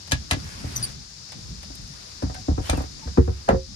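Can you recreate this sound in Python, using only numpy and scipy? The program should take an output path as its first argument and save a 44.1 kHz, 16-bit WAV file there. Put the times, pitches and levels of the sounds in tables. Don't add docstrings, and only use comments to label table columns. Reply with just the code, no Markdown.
import sys
import numpy as np
from scipy import signal
from scipy.fft import rfft, irfft, next_fast_len
from scipy.io import wavfile
from scipy.ndimage import uniform_filter1d

SR = 44100
rng = np.random.default_rng(int(sys.argv[2]) if len(sys.argv) > 2 else 0)


def output_pcm(signal):
    pcm = np.clip(np.atleast_2d(signal).T, -1, 1) * 32767
    wavfile.write(sys.argv[1], SR, np.round(pcm).astype(np.int16))


def gain_from_db(level_db):
    decades = np.asarray(level_db, float) / 20
    return 10 ** decades


N = 165375


def rms_one(x):
    return x / np.sqrt(np.mean(x ** 2) + 1e-20)


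def in_time(rows):
    t_s, value = np.transpose(rows)
    return np.interp(np.arange(N) / SR, t_s, value)


def at_hz(points, hz):
    table = np.array(points)
    return np.interp(np.log(hz), np.log(table[:, 0]), table[:, 1])


def drift(rate_hz):
    r = np.exp(-40 * np.pi * rate_hz / SR)
    white = rng.standard_normal(N // 20 + 3002)
    slow = signal.lfilter([1], [1, -2 * r, r * r], white)[3000:]
    return np.interp(np.arange(N) / 20, np.arange(len(slow)), rms_one(slow - slow.mean()))


def band_pass(x, low_hz, high_hz, order=2):
    return signal.sosfilt(signal.butter(order, [low_hz, high_hz], "band", fs=SR, output="sos"), x)


# [f/Hz, correlation/1]
LEFT_RIGHT_LIKENESS = [(60, 1), (180, 0.61), (550, -0.58), (1650, -0.14), (4970, 0.065), (15000, 0.24)]


def bands(spectrum, patchy_db, rate_hz, source=None):
    low, high = max(spectrum[0][0], 20), min(spectrum[-1][0], 16000)
    edges = np.geomspace(low, high, int(2.3 * np.log2(high / low)) + 3)
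    out, together = 0, drift(rate_hz / 2)
    white = rng.standard_normal((2, 2, N + 9000)) if source is None else source
    for k, (a, b) in enumerate(zip(edges, edges[1:])):
        mid_hz = np.sqrt(a * b)
        mid, side = band_pass(white[k % 2], a, b)[:, -N:]
        alike = np.clip(at_hz(LEFT_RIGHT_LIKENESS, mid_hz), -1, 1)
        flicker_db = patchy_db * (0.89 * together + drift(rate_hz))
        gain = gain_from_db(at_hz(spectrum, mid_hz) + flicker_db)
        out = out + gain * (np.sqrt(1 + alike) * mid + np.sqrt(1 - alike) * side * [[1], [-1]])
    return rms_one(out)


# [t/s, level/dB]
SWAY_LEVEL = [(0, -45.5), (.3, -44.5), (.55, -45), (.66, -39), (.9, -43.5), (1.05, -48.5), (1.3, -48.5),
              (1.45, -42), (1.75, -44.5), (2.0, -46), (2.45, -45), (2.95, -47), (3.4, -42.5), (3.75, -41.5)]
# [f/Hz, level/dB]
RUMBLE_SPECTRUM = [(20, -0.5), (54, -1), (129, -4), (168, -5.5), (216, -9.5), (500, -33.5)]


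def sway():
    return gain_from_db(in_time(SWAY_LEVEL) + 3.5) * bands(RUMBLE_SPECTRUM, patchy_db=3.5, rate_hz=7.1)


# [f/Hz, level/dB]
AIR_SPECTRUM = [(250, -26), (500, -9), (1000, -3), (2500, -3.5), (5000, -9), (8000, -29), (11000, -28),
                (13600, -30)]


def still_air():
    return gain_from_db(-58.5) * bands(AIR_SPECTRUM, patchy_db=.8, rate_hz=5.0)


# [f/Hz, level/dB]
INSECT_SPECTRUM = [(2800, -24), (3600, -8), (4300, -1.5), (5100, 3), (6200, -3.5), (7400, -13), (9000, -41)]


def insects():
    level_db, pan_db = -45.5, 10
    gain = gain_from_db(level_db + pan_db * np.array([[.5], [-.5]]))
    return gain * bands(INSECT_SPECTRUM, patchy_db=.5, rate_hz=4.0)


# [t/s, level/dB]
SLIDE_LEVEL = [(0, -52.5), (.3, -51), (.4, -48), (.62, -44), (.7, -41.5), (.88, -43), (.97, -54),
               (1.9, -52), (2.1, -49), (2.2, -55), (2.6, -50.5), (2.66, -39), (2.82, -44), (2.88, -54),
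               (2.98, -52.5), (3.1, -54), (3.2, -48), (3.75, -56.5)]
# [f/Hz, level/dB]
RUB_SPECTRUM = [(300, 5), (1650, 2.5), (3500, -1.5), (9200, -11.5), (13800, -19)]


def rubbing():
    grains_per_s, shape = 6000, (2, 2, N)
    hit = rng.random(shape) < grains_per_s / SR
    grains = hit * rng.standard_normal(shape) * gain_from_db(1.1 * rng.exponential(1, shape))
    return gain_from_db(in_time(SLIDE_LEVEL)) * bands(RUB_SPECTRUM, patchy_db=1.2, rate_hz=12.0, source=grains + 1e-9)


def ring(clicks, hz, t60_s):
    r, w = gain_from_db(-60 / (t60_s * SR)), 2 * np.pi * hz / SR
    return signal.lfilter([0, np.sin(w)], [1, -2 * r * np.cos(w), r * r], clicks + 1e-18)


def strike(modes, times_s, levels_db, chatter_s, tilt_db, pivot_hz, count, turn=-1, lag_cycles=0):
    spread_db = 2.5
    out = np.zeros(N)
    late = np.sort(rng.random((len(times_s), count)), axis=1) * (np.arange(count) > 0)
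    sign = np.where(late > 0, rng.choice([-1, 1], late.shape), -1)
    at = np.clip(((times_s[:, None] + late * chatter_s) * SR).astype(int), 0, N - 1)
    spread = rng.standard_normal((len(times_s), len(modes), count))
    for k, (hz, db, t60_s) in enumerate(modes):
        mode_db = levels_db + db + tilt_db * np.log2(hz / pivot_hz)
        contact_db = mode_db[:, None] + spread_db * spread[:, k] - 14 * late
        clicks = np.zeros(N)
        np.add.at(clicks, at + int(lag_cycles * SR / hz), sign * gain_from_db(contact_db))
        out += ring(clicks, hz, t60_s) * turn ** k
    return out


# [f/Hz, left minus right/dB]
TAIL_BALANCE = [(500, -3.5), (3800, 4), (15000, -1)]


def dying(tail, times_s, levels_db, tilt_db, lead_s):
    hz, db, t60_s = np.transpose(tail)
    edges, out = np.geomspace(hz[0], hz[-1], 9), 0
    white, lead = rng.standard_normal((2, 2, N)), int(lead_s * SR)
    width = np.sqrt(1 - 0.13)
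    for k, (a, b) in enumerate(zip(edges, edges[1:])):
        mid_hz = np.sqrt(a * b)
        blow_db = levels_db + at_hz(np.c_[hz, db], mid_hz) + tilt_db * np.log2(mid_hz / 3000)
        clicks = np.zeros(N)
        clicks[(times_s * SR).astype(int)] = gain_from_db(blow_db)
        decay = gain_from_db(-60 / (at_hz(np.c_[hz, t60_s], mid_hz) * SR))
        fade = signal.lfilter([1], [1, -decay], clicks + 1e-18)
        mid, side = band_pass(white[k % 2] * fade, a, b) * np.sqrt(SR / (b - a) / 8)
        pan = gain_from_db(at_hz(TAIL_BALANCE, mid_hz) / 2)
        left, right = mid + width * side, mid - width * side
        out = out + np.array([pan * left, np.roll(right, lead) / pan])
    return out


# [t/s, peak level/dB, brightness/(dB/octave)]
SNAP_EVENTS = [(.074, -30, 1), (.112, -24.5, 2), (0.1191, -8, 1.9), (.304, -26, -1), (0.3107, -8.5, 2),
               (0.3314, -21, 0), (1.2894, -37.5, -0.5), (1.3199, -26, 0.7), (1.6294, -28.5, 1.2),
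               (1.7519, -39, 11.5), (1.875, -46, 9.5), (2.226, -32, 1.5), (2.3436, -25.5, 1),
               (2.6394, -36, -3), (2.6973, -13.5, 4), (2.73, -26, 0), (2.772, -40, 13), (2.82, -42, 10),
               (2.9894, -34, -1.5), (3.4885, -15, -4.5), (3.504, -46, 10)]
# [f/Hz, level/dB, t60/s]
CATCH_MODES = [(540, 6.5, 0.0099), (713, 5.5, 0.019), (1030, -2, 0.013), (1691, -3, 0.09), (2021, 1, 0.05),
               (2370, -2, 0.034), (3040, 1.5, 0.013), (3503, -3.5, 0.032), (3980, 3, 0.012),
               (4896, -3, 0.013), (6360, -4.5, 0.021), (7140, -8, 0.0088), (8760, -5, 0.013),
               (11970, -13.5, 0.013)]
# [f/Hz, level/dB, t60/s]
SNAP_DECAY = [(507, -0.5, 0.11), (1440, -5.5, 0.11), (3960, -3.5, 0.14), (9000, -5.5, 0.033),
              (15500, -16, .015)]


def catch():
    t_s, db, tilt_db = np.transpose(SNAP_EVENTS)
    level_db, firm_db = -13, -25
    mode_db = db + level_db - 60 * (db < firm_db)
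    snaps = strike(CATCH_MODES, t_s, mode_db, .002, tilt_db, pivot_hz=3000, count=3)
    return snaps, dying(SNAP_DECAY, t_s, db + level_db, tilt_db, lead_s=.00027)


def soft(x, length_s):
    push = np.hanning(int(length_s * SR) + 3)
    return np.convolve(x, push / push.sum())[:N]


# [t/s, knock level/dB, boom level/dB, hardness/(dB/octave), boom shrillness/(dB/octave)]
LID_KNOCKS = [(0.122, -26.5, -20, -7, 5.5), (0.313, -24.5, -21.5, 7, 11), (0.335, -26, -32.5, 2.5, 17),
              (0.365, -31, -29, -1, -2), (0.639, -30.5, -29.5, 3, -9), (1.699, -38, -39, 3.5, 0),
              (2.222, -23, -33, 5.5, 11), (2.231, -27, -18.5, -10.5, 1), (2.264, -42, -27, 7, 9.5),
              (2.295, -28.5, -30, 5.5, -7), (2.482, -15.5, -16.5, -1.3, -4), (2.509, -25.5, -15.5, 1.5, 5),
              (2.577, -18.5, -20.5, 3, 5), (2.598, -31.5, -25, -9, 2), (2.693, -15.5, -17, 5.5, -7),
              (2.729, -14.5, -14, 5, 1.5), (2.774, -20.5, -23.5, 4, 7), (2.803, -23.5, -34, 4.5, 5.5),
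              (2.836, -29, -33, 4.5, 0), (3.055, -45.5, -28, -13.5, -4), (3.072, -32, -31, 7.7, 3),
              (3.172, -16.5, -27, 7, 0), (3.178, -8, -8.5, -4, 3.5), (3.191, -40, -13, 2, 2),
              (3.276, -20, -19, 4, -3), (3.288, -36, -16.5, 3, -3), (3.478, -28, -51, 9.5, 0),
              (3.484, -11, -44, 2.5, 0), (3.488, -5.5, -23, 3, 3), (3.504, -13, -17, 4, 4),
              (3.525, -12, -20, -8.5, 11), (3.542, -15.5, -17.5, -3, -6)]
# [f/Hz, level/dB, t60/s]
HELD_MODES = [(259.4, 2, 0.058), (318, 2, 0.054), (424, -7.5, 0.066), (497, -5, 0.054), (619, -7.5, 0.062),
              (752, -5, .06), (930, -9, 0.04), (1090, -25, .04), (1306, -9, 0.036)]
# [f/Hz, level/dB, t60/s]
MEETING_MODES = [(185, -13, 0.038), (250.5, 6.5, 0.085), (363.4, -4.5, 0.24), (454, -2.5, .12),
                 (487, -1, 0.1), (746, -12.5, .1), (956, -4, 0.023), (1000, -25, .08), (1297, -10.5, .04)]
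# [f/Hz, level/dB, t60/s]
RESTING_MODES = [(188, -7.5, .08), (237, -7.5, 0.093), (282, -8.5, 0.1), (369, -5.5, 0.16),
                 (463, -0.5, 0.077), (532, -2.5, 0.13), (697, -5.5, 0.067), (811, -2, .06),
                 (990, -8, 0.047), (1290, -11, .04)]
# [f/Hz, level/dB, t60/s]
HOLLOW_MODES = [(51.4, -16, 0.15), (69.5, -0.5, 0.24), (82.1, -1.5, 0.16), (100.1, -2.5, 0.14),
                (126, -0.5, 0.16), (162.3, -5.5, 0.12)]
# [f/Hz, level/dB, t60/s]
WOOD_DECAY = [(466, 4, 0.025), (1030, -7, 0.13), (1780, -15, 0.13), (4380, -68, .04)]


def lid():
    t_s, knock_db, boom_db, tilt_db, shrill_db = np.transpose(LID_KNOCKS)
    meets_s, rests_s = 3.0, 3.4
    stage, wood = np.digitize(t_s, [meets_s, rests_s]), 0
    for k, modes in enumerate([HELD_MODES, MEETING_MODES, RESTING_MODES]):
        now = stage == k
        wood = wood + strike(modes, t_s[now], knock_db[now] - 4, .004, tilt_db[now],
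                             pivot_hz=450, count=2, lag_cycles=.35)
    boom = strike(HOLLOW_MODES, t_s + .005, boom_db - 1.5, .01, shrill_db,
                  pivot_hz=85, count=1, turn=1, lag_cycles=.12)
    tail = dying(WOOD_DECAY, t_s, knock_db - 16 + 3 * tilt_db, tilt_db, lead_s=0.0005)
    return soft(wood, 0.00093), soft(boom, .005), tail


# [t/s, length/s, start f/Hz, end f/Hz, level/dB]
SQUEAK_EVENTS = [(.753, .011, 4750, 4800, -38), (.7615, .012, 5900, 6250, -23),
                 (.764, .008, 4500, 4400, -39), (.774, .009, 6150, 5600, -29),
                 (.826, .011, 5000, 4750, -30), (.834, .015, 4700, 4450, -29),
                 (.848, .007, 4700, 4700, -35), (2.645, .035, 2950, 3050, -46),
                 (2.67, .025, 3150, 3500, -48), (2.74, .055, 2800, 2450, -48), (.44, .14, 1700, 1680, -53),
                 (2.345, .035, 1550, 1550, -47), (3.02, .05, 880, 900, -47), (2.344, .065, 745, 740, -47),
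                 (.73, .19, 122, 116, -36.5)]
# [f/Hz, level/dB]
OVERTONE_COLOUR = [(6500, 0.5), (9500, 0), (12000, -9.5), (15000, -18)]


def squeaks():
    wobble_share, flutter_db, lurch_db, rasp_share = .025, 3.5, 3.0, .8
    out, wobble, flutter, lurch = np.zeros(N), drift(660), drift(220), drift(27)
    for t_s, length_s, start_hz, end_hz, db in SQUEAK_EVENTS:
        i = int(t_s * SR) + np.arange(int(length_s * SR))
        u = np.linspace(0, 1, len(i))
        groan = start_hz <= 500
        uneven_db = lurch_db * lurch[i] if groan else flutter_db * flutter[i]
        waver = 1 + wobble_share * (wobble + lurch / 2)[i] / 2
        phase = 2 * np.pi * np.cumsum((start_hz + (end_hz - start_hz) * u) * waver) / SR
        tone = 0
        for k in range(1, 4 if start_hz > 4000 else 2):
            tone = tone + gain_from_db(at_hz(OVERTONE_COLOUR, k * start_hz)) * np.sin(k * phase)
        rough = uniform_filter1d(rng.standard_normal(len(i)), size=14)
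        rasp = 1 + rasp_share * (not groan) * rough
        swell = np.sin(np.pi * u ** .7) ** .6
        out[i] += rasp * tone * gain_from_db(db + 3 + uneven_db) * swell
    return out


def van(x):
    t60_s, wall_cut_hz = 0.12, 14000
    size = next_fast_len(N + SR)
    w = 2 * np.pi * np.arange(size // 2 + 1) / size
    spectrum, out = rfft(x, size), []
    dull = 1 / (1 + 1j * w * SR / (2 * np.pi * wall_cut_hz))
    for lags in rng.uniform(0.0048, .022, (2, 10)) * SR:
        echoes = 0
        for k, lag in enumerate(lags):
            loop = gain_from_db(-60 * lag / SR / t60_s) * dull * np.exp(-1j * w * lag)
            echoes = echoes + (-1) ** k * loop / (1 - loop)
        out.append(irfft(spectrum * echoes, size)[:N])
    return np.array(out)


def placed(x, pan_db, lead_s):
    late = np.interp(np.arange(N) - lead_s * SR, np.arange(N), x)
    return np.array([x * gain_from_db(pan_db / 2), late * gain_from_db(-pan_db / 2)])


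def scene():
    background = sway() + still_air() + insects() + rubbing()
    snaps, snap_tail = catch()
    wood, boom, wood_tail = lid()
    cries = squeaks()
    near = placed(snaps, pan_db=6.5, lead_s=0.000255) + placed(wood, pan_db=1.5, lead_s=0.0005)
    near = near + placed(boom, pan_db=0, lead_s=0.00017) + placed(cries, pan_db=5, lead_s=0.0003856)
    echoes = gain_from_db(-13) * van(wood + boom + snaps + cries / 2)
    return background + near + wood_tail + snap_tail + echoes


def band_limit(x):
    return signal.sosfilt(signal.butter(12, 16040, fs=SR, output="sos"), x)


PORT_GAIN_DB = [-20, 3]


def record(dry):
    port_hz, duck_from_db, duck_share, duck_s = 9200, -25.5, 0.31, 0.1
    port = band_pass(dry, port_hz / 1.12, port_hz * 1.12, order=1)
    bass_cut = signal.butter(4, 44.0, "high", fs=SR, output="sos")
    top_cut = signal.butter(14, 14800, fs=SR, output="sos")
    wet = signal.sosfilt(np.vstack([bass_cut, top_cut]), dry + gain_from_db(np.c_[PORT_GAIN_DB]) * port)
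    keep = np.exp(-1 / (duck_s * SR))
    power = signal.lfilter([1 - keep], [1, -keep], np.mean(wet ** 2, axis=0))
    heard_db = 10 * np.log10(power + 1e-12)
    wet = wet * gain_from_db(-duck_share * np.maximum(heard_db - duck_from_db, 0))
    return band_limit(wet / (1 + np.abs(wet) ** 4) ** 0.31)


dry = scene()
out = record(dry)
output_pcm(out)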